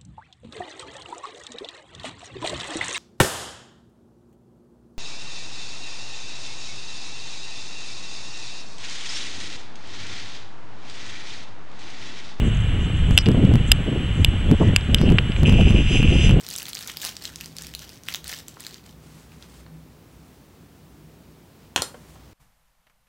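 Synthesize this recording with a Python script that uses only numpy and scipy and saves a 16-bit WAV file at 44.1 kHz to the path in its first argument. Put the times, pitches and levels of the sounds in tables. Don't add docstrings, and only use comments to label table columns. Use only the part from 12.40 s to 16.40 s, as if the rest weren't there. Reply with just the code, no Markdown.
import sys
import numpy as np
from scipy import signal
from scipy.fft import rfft, irfft
from scipy.io import wavfile
from scipy.ndimage import uniform_filter1d

SR = 44100
rng = np.random.default_rng(int(sys.argv[2]) if len(sys.argv) > 2 else 0)


def transcribe(signal):
    frames = np.atleast_2d(signal).T
    limited = np.clip(frames, -1, 1)
    pcm = np.round(limited * 32767).astype(np.int16)
    wavfile.write(sys.argv[1], SR, pcm)


N = 176400

# (time [s], relative level [dB])
RUMBLE_LEVEL = [(0.0, -18.5), (0.53, -22.5), (0.71, -14), (0.85, -26), (0.88, -18), (0.95, -22),
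                (1.14, -15.5), (1.27, -24.5), (1.31, -15.5), (1.36, -21.5), (1.5, -31), (1.76, -21.5),
                (1.82, -16.5), (2.02, -24), (2.09, -17.5), (2.22, -23), (2.27, -16), (2.44, -27.5),
                (2.55, -15), (2.57, -23.5), (2.73, -14), (2.78, -23), (2.95, -25), (3.01, -16), (3.23, -14),
                (3.56, -20.5), (3.62, -15), (3.83, -18), (3.9, -7.5), (4.0, -21.5)]
# (time [s], relative level [dB])
GUST_LEVEL = [(0.0, -57), (0.014, -28.5), (0.068, -28.5), (0.178, -44.5), (0.394, -32.5), (0.632, -40.5),
              (0.696, -30), (0.844, -42), (0.868, -22.5), (1.166, -24), (1.278, -39), (1.29, -31.5),
              (1.35, -38), (1.43, -28.5), (1.45, -38.5), (1.5, -24.5), (1.76, -41), (1.8, -24.5),
              (1.84, -42), (1.95, -30), (1.98, -44.5), (2.14, -18.5), (2.18, -46), (2.21, -17.5),
              (2.35, -29.5), (2.37, -48), (2.48, -37), (2.5, -24.5), (2.57, -32.5), (2.71, -16.5),
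              (2.83, -37), (2.9, -29), (2.93, -46), (3.04, -21.5), (3.42, -25), (3.45, -41), (3.5, -27.5),
              (3.73, -24), (3.74, -17), (3.78, -30), (3.98, -20), (4.0, -29)]
# (frequency [Hz], relative density [dB])
RUMBLE_SPECTRUM = [(5, -29), (18, 0.5), (32, 1.5), (70, 0), (115, -3), (170, -10.5), (300, -34),
                   (700, -57.5), (2000, -90)]
# (frequency [Hz], relative density [dB])
GUST_SPECTRUM = [(30, -14), (90, -7), (150, 2), (240, -3), (400, -12), (700, -24), (1200, -39), (2500, -92),
                 (8000, -98)]
# (time [s], length [s], centre [Hz], width [Hz], level [dB])
PUFFS = [(0.868, 0.038, 330, 110, -14.5), (1.018, .04, 310, 112, -19), (2.108, 0.026, 276, 109, -13),
         (2.198, 0.028, 330, 120, -18), (2.203, 0.036, 754, 282, -23), (3.178, 0.043, 507, 222, -22.5)]
# (time [s], thump [dB], crack [dB])
BUFFETS = [(0.71, -6, -14), (0.8872, -1.5, -10), (1.0515, 0.5, -15), (1.139, -3.5, -13.5),
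           (1.1567, -3, -11), (2.1139, -2, -9.5), (2.615, -4, -10.5), (2.7024, -4, -14), (2.722, -5, -14.5),
           (3.0331, -3.5, -10.5), (3.096, -3, -11), (3.1251, -4, -13), (3.2115, -4.5, -13),
           (3.307, -3.5, -14), (3.6295, -5.5, -13), (3.8941, -6.5, -12), (3.9103, -6.5, -13.5)]
# (time [s], level [dB], main ring [Hz], contact low-pass [Hz])
SNAPS = [(0.7767, 3.5, 2990, 14100), (0.7781, -0.5, 2800, 7960), (0.781, -19, 3130, 3500),
         (0.787, -9, 3060, 6950), (0.8597, -20.5, 2920, 5950), (0.865, -19.5, 2860, 5500),
         (0.9165, -32.5, 2930, 10000), (1.3173, 13.5, 2986, 13200), (1.847, -1.5, 2904, 12500),
         (2.3625, -3.5, 2830, 12200), (2.3629, -3.5, 2810, 7960), (2.4104, -29, 3060, 5500),
         (2.546, -3, 3040, 14000), (2.585, -25, 3150, 5530), (2.692, -22.5, 2700, 3500),
         (2.7851, -7, 2750, 2400), (2.7877, -11, 2950, 2900), (2.92, -24, 2910, 3420),
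         (2.964, -23.5, 2380, 2950)]
# (nominal frequency [Hz], relative level [dB], t60 [s])
CASE_MODES = [(2925, 5, 0.0097), (1840, -21.5, 0.01), (2860, -32, 0.0083), (3400, 3, 0.0054),
              (4800, -1.5, 0.0051), (7580, -6.5, 0.0076), (8200, -5, .005), (9900, -16, 0.0024),
              (11300, -5, 0.0025), (12200, -5, 0.004)]
# (time [s], tick rate [Hz])
MOTOR_SPEED = [(3.05, 165), (3.063, 186), (3.07, 314), (3.095, 256), (3.112, 180), (3.14, 207), (3.21, 218),
               (3.31, 233), (3.345, 188), (3.39, 235), (3.49, 216), (3.6, 209), (3.72, 218), (3.96, 226)]
# (time [s], ticks [dB], gear hiss [dB])
MOTOR_LEVEL = [(3.048, -46, -67), (3.058, -13, -41), (3.072, -24.5, -31), (3.085, -28, -35),
               (3.135, -31.5, -42), (3.21, -27.5, -39), (3.255, -32, -42), (3.298, -28, -34.5),
               (3.325, -35.5, -41.5), (3.383, -27.5, -39), (3.465, -33, -41), (3.525, -26, -30.5),
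               (3.58, -28, -31.5), (3.635, -30, -41.5), (3.72, -28.5, -35), (3.79, -28.5, -34),
               (3.855, -27.5, -28), (3.91, -27.5, -39), (3.94, -38, -47), (3.97, -55, -64)]
# (frequency [Hz], relative density [dB])
GEAR_SPECTRUM = [(1200, -9), (2200, 8), (2750, 9), (3300, 12.5), (3800, -0.5), (4400, -12), (4900, 0.5),
                 (5250, -1.5), (5550, -6), (5950, 4), (6400, 2.5), (6800, -15), (7250, 2.5), (7600, -3),
                 (7950, -7), (8700, -7), (9200, -6.5), (10400, -18), (11200, -31), (16000, -42)]
# (time [s], length [s], centre [Hz], width [Hz], level [dB])
RUBS = [(0.03, 0.08, 7500, 1100, -49), (0.383, .09, 6700, 900, -54), (0.55, 0.057, 7600, 1200, -53),
        (0.655, 0.19, 7540, 1100, -48.5), (0.783, 0.043, 5160, 550, -37), (0.864, 0.014, 4750, 900, -47),
        (1.258, 0.053, 7600, 1200, -45), (1.73, 0.15, 7400, 1200, -51), (2.15, 0.18, 6100, 1600, -53),
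        (2.555, 0.13, 5100, 800, -46.5), (2.64, .08, 2850, 220, -32.5), (2.96, .07, 6800, 1200, -48.5)]
# (time [s], level [dB])
BIRD_TICKS = [(0.146, -42), (0.171, -43), (0.206, -46), (0.236, -49), (2.227, -45), (2.274, -47)]
# (frequency [Hz], relative density [dB])
HISS_SPECTRUM = [(100, 1), (500, -0.5), (1000, -2), (1500, 1), (2300, 0.5), (2700, 3), (2920, 10),
                 (3130, 3), (3350, 2.5), (3600, -5), (4100, -13), (4900, -24), (6000, -21), (7200, -17.5),
                 (8000, -12), (8700, -23.5), (11000, -27), (15000, -33), (16500, -48.5)]


def amp(db):
    return 10 ** (np.asarray(db) / 20)


def unit_rms(x):
    return x / np.sqrt(np.mean(x ** 2) + 1e-20)


def curve(table, column=1):
    rows = np.array(table)
    return np.interp(np.arange(N) / SR, rows[:, 0], rows[:, column])


def add(mix, time_s, sound):
    part = mix[max(round(time_s * SR), 0):][:len(sound)]
    part += sound[:len(part)]


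def shaped_noise(spectrum):
    points_hz, points_db = np.transpose(spectrum)
    hz = np.fft.rfftfreq(N, 1 / SR)
    gain = amp(np.interp(np.log(hz + 1), np.log(points_hz), points_db))
    return unit_rms(irfft(rfft(rng.standard_normal(N)) * gain, N))


def band_noise(centre_hz, width_hz):
    hz = np.fft.rfftfreq(N, 1 / SR)
    gain = np.exp(-.5 * ((hz - centre_hz) / width_hz) ** 2)
    return unit_rms(irfft(rfft(rng.standard_normal(N)) * gain, N))


def steadied(x, span_s):
    power = uniform_filter1d(x ** 2, max(int(span_s * SR), 2))
    return x / np.sqrt(abs(power) + 1e-9)


def bursts(table):
    out = np.zeros(N)
    for time_s, length_s, centre_hz, width_hz, db in table:
        window = np.hanning(int(length_s * SR)) ** .5
        add(out, time_s, amp(db) * window * unit_rms(band_noise(centre_hz, width_hz)[:len(window)]))
    return out


def wind(rumble_gain_db=2, gust_gain_db=5, flutter_db=4):
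    rumble = steadied(shaped_noise(RUMBLE_SPECTRUM), span_s=.11)
    rumble *= amp(curve(RUMBLE_LEVEL) + rumble_gain_db)
    eddies = shaped_noise(GUST_SPECTRUM) * amp(flutter_db * band_noise(0, width_hz=43))
    gusts = steadied(eddies, span_s=.07) * amp(curve(GUST_LEVEL) + gust_gain_db)
    return rumble + gusts + bursts(PUFFS)


def buffeted(air, thump_width_s=.0017, crack_decay_s=.0018):
    half = SR // 50
    out, t = air.copy(), np.arange(-half, half) / SR
    u = t / thump_width_s
    for time_s, thump_db, crack_db in BUFFETS:
        displaced_air = air[round(time_s * SR) - half:][:len(t)] * np.exp(-.5 * (u / 2) ** 2)
        thump = amp(thump_db) * (1 - u ** 2) * np.exp(-.5 * u ** 2)
        crack = amp(crack_db) * (t >= 0) * np.exp(-abs(t) / crack_decay_s)
        add(out, time_s + t[0], thump - displaced_air - crack)
    return out


def case_snaps(chatter_gain=.092, chatter_decay_s=.0012):
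    out, t = np.zeros(N), np.arange(SR // 25) / SR
    for time_s, db, ring_hz, lowpass_hz in SNAPS:
        force = chatter_gain * rng.standard_normal(len(t)) * np.exp(-t / chatter_decay_s)
        force[0] = 1
        force = signal.lfilter(*signal.butter(3, lowpass_hz, fs=SR), force)
        tuning = ring_hz / CASE_MODES[0][0]
        ring = sum(amp(mode_db - 60 * t / t60_s) * np.cos(2 * np.pi * hz * tuning * t)
                   for hz, mode_db, t60_s in CASE_MODES)
        snap = signal.fftconvolve(force, ring)[:len(t)]
        onset_amplitude = np.sqrt(2 * np.mean(snap[:SR // 350] ** 2))
        add(out, time_s, amp(db) * snap / onset_amplitude)
    return out


def zoom_motor(ring_hz=2767, width_s=.00056, spread_db=4.5, limp_db=.3, jitter_s=.00012, detune=.015):
    now, t = np.arange(N) / SR, np.arange(-SR // 300, SR // 300) / SR
    running = (now > MOTOR_LEVEL[0][0]) & (now < MOTOR_LEVEL[-1][0])
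    tick_count = np.floor(np.cumsum(curve(MOTOR_SPEED) * running) / SR)
    times_s = now[1:][np.diff(tick_count) > 0]
    gears = shaped_noise(GEAR_SPECTRUM) * amp(curve(MOTOR_LEVEL, column=2))
    scatter = np.clip(rng.standard_normal((len(times_s), 3)), -2, 2)
    window = np.exp(-.5 * (t / width_s) ** 2)
    ticks = np.zeros(N)
    for k, (time_s, (size, late, sharp)) in enumerate(zip(times_s, scatter)):
        tick = window * np.sin(2 * np.pi * ring_hz * (1 + detune * sharp) * t)
        gain = amp(spread_db * size + limp_db * (-1) ** k)
        add(ticks, time_s + t[0] + jitter_s * late, gain * tick)
    ticks *= amp(curve(MOTOR_LEVEL)) / np.std(ticks[running])
    return running * (ticks + gears)


def rubs(grain_db=1.5):
    return bursts(RUBS) * unit_rms(amp(grain_db * band_noise(0, width_hz=70)))


def creak(start_s=2.223, length_s=.11, pitch_hz=1915, slip_rate_hz=83.6, level_db=-33.5):
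    out, t = np.zeros(N), np.arange(0, length_s, 1 / SR)
    slips = np.sin(np.pi * slip_rate_hz * t) ** 4 * np.sin(np.pi * t / length_s) ** .5
    note = steadied(band_noise(pitch_hz, width_hz=60), span_s=.0069)[:len(t)]
    add(out, start_s, amp(level_db) * slips * note)
    return out


def bird(decay_s=.005):
    out, t = np.zeros(N), np.arange(SR // 40) / SR
    for time_s, db in BIRD_TICKS:
        note = steadied(band_noise(centre_hz=6750, width_hz=350), span_s=.004)[:len(t)]
        add(out, time_s, amp(db) * np.exp(-t / decay_s) * note)
    return out


def background(hiss_db=-35.5, whine_db=-60):
    hiss = shaped_noise(HISS_SPECTRUM)
    whine = steadied(band_noise(centre_hz=8022, width_hz=10), span_s=.077)
    return amp(hiss_db) * hiss + amp(whine_db) * whine


def scene():
    mono = buffeted(wind()) + case_snaps() + zoom_motor() + rubs() + creak() + bird() + background()
    return np.array([mono, mono])


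def record(dry):
    cutoff_hz = 15700
    left, right = np.clip(dry, -1, 1)
    pair = np.array([np.append(0, left[:-1]), right])
    lowpass = signal.firwin(511, cutoff_hz, window=("kaiser", 9), fs=SR)
    return signal.oaconvolve(pair, lowpass[None], "same", axes=1)


dry = scene()
out = record(dry)
transcribe(out)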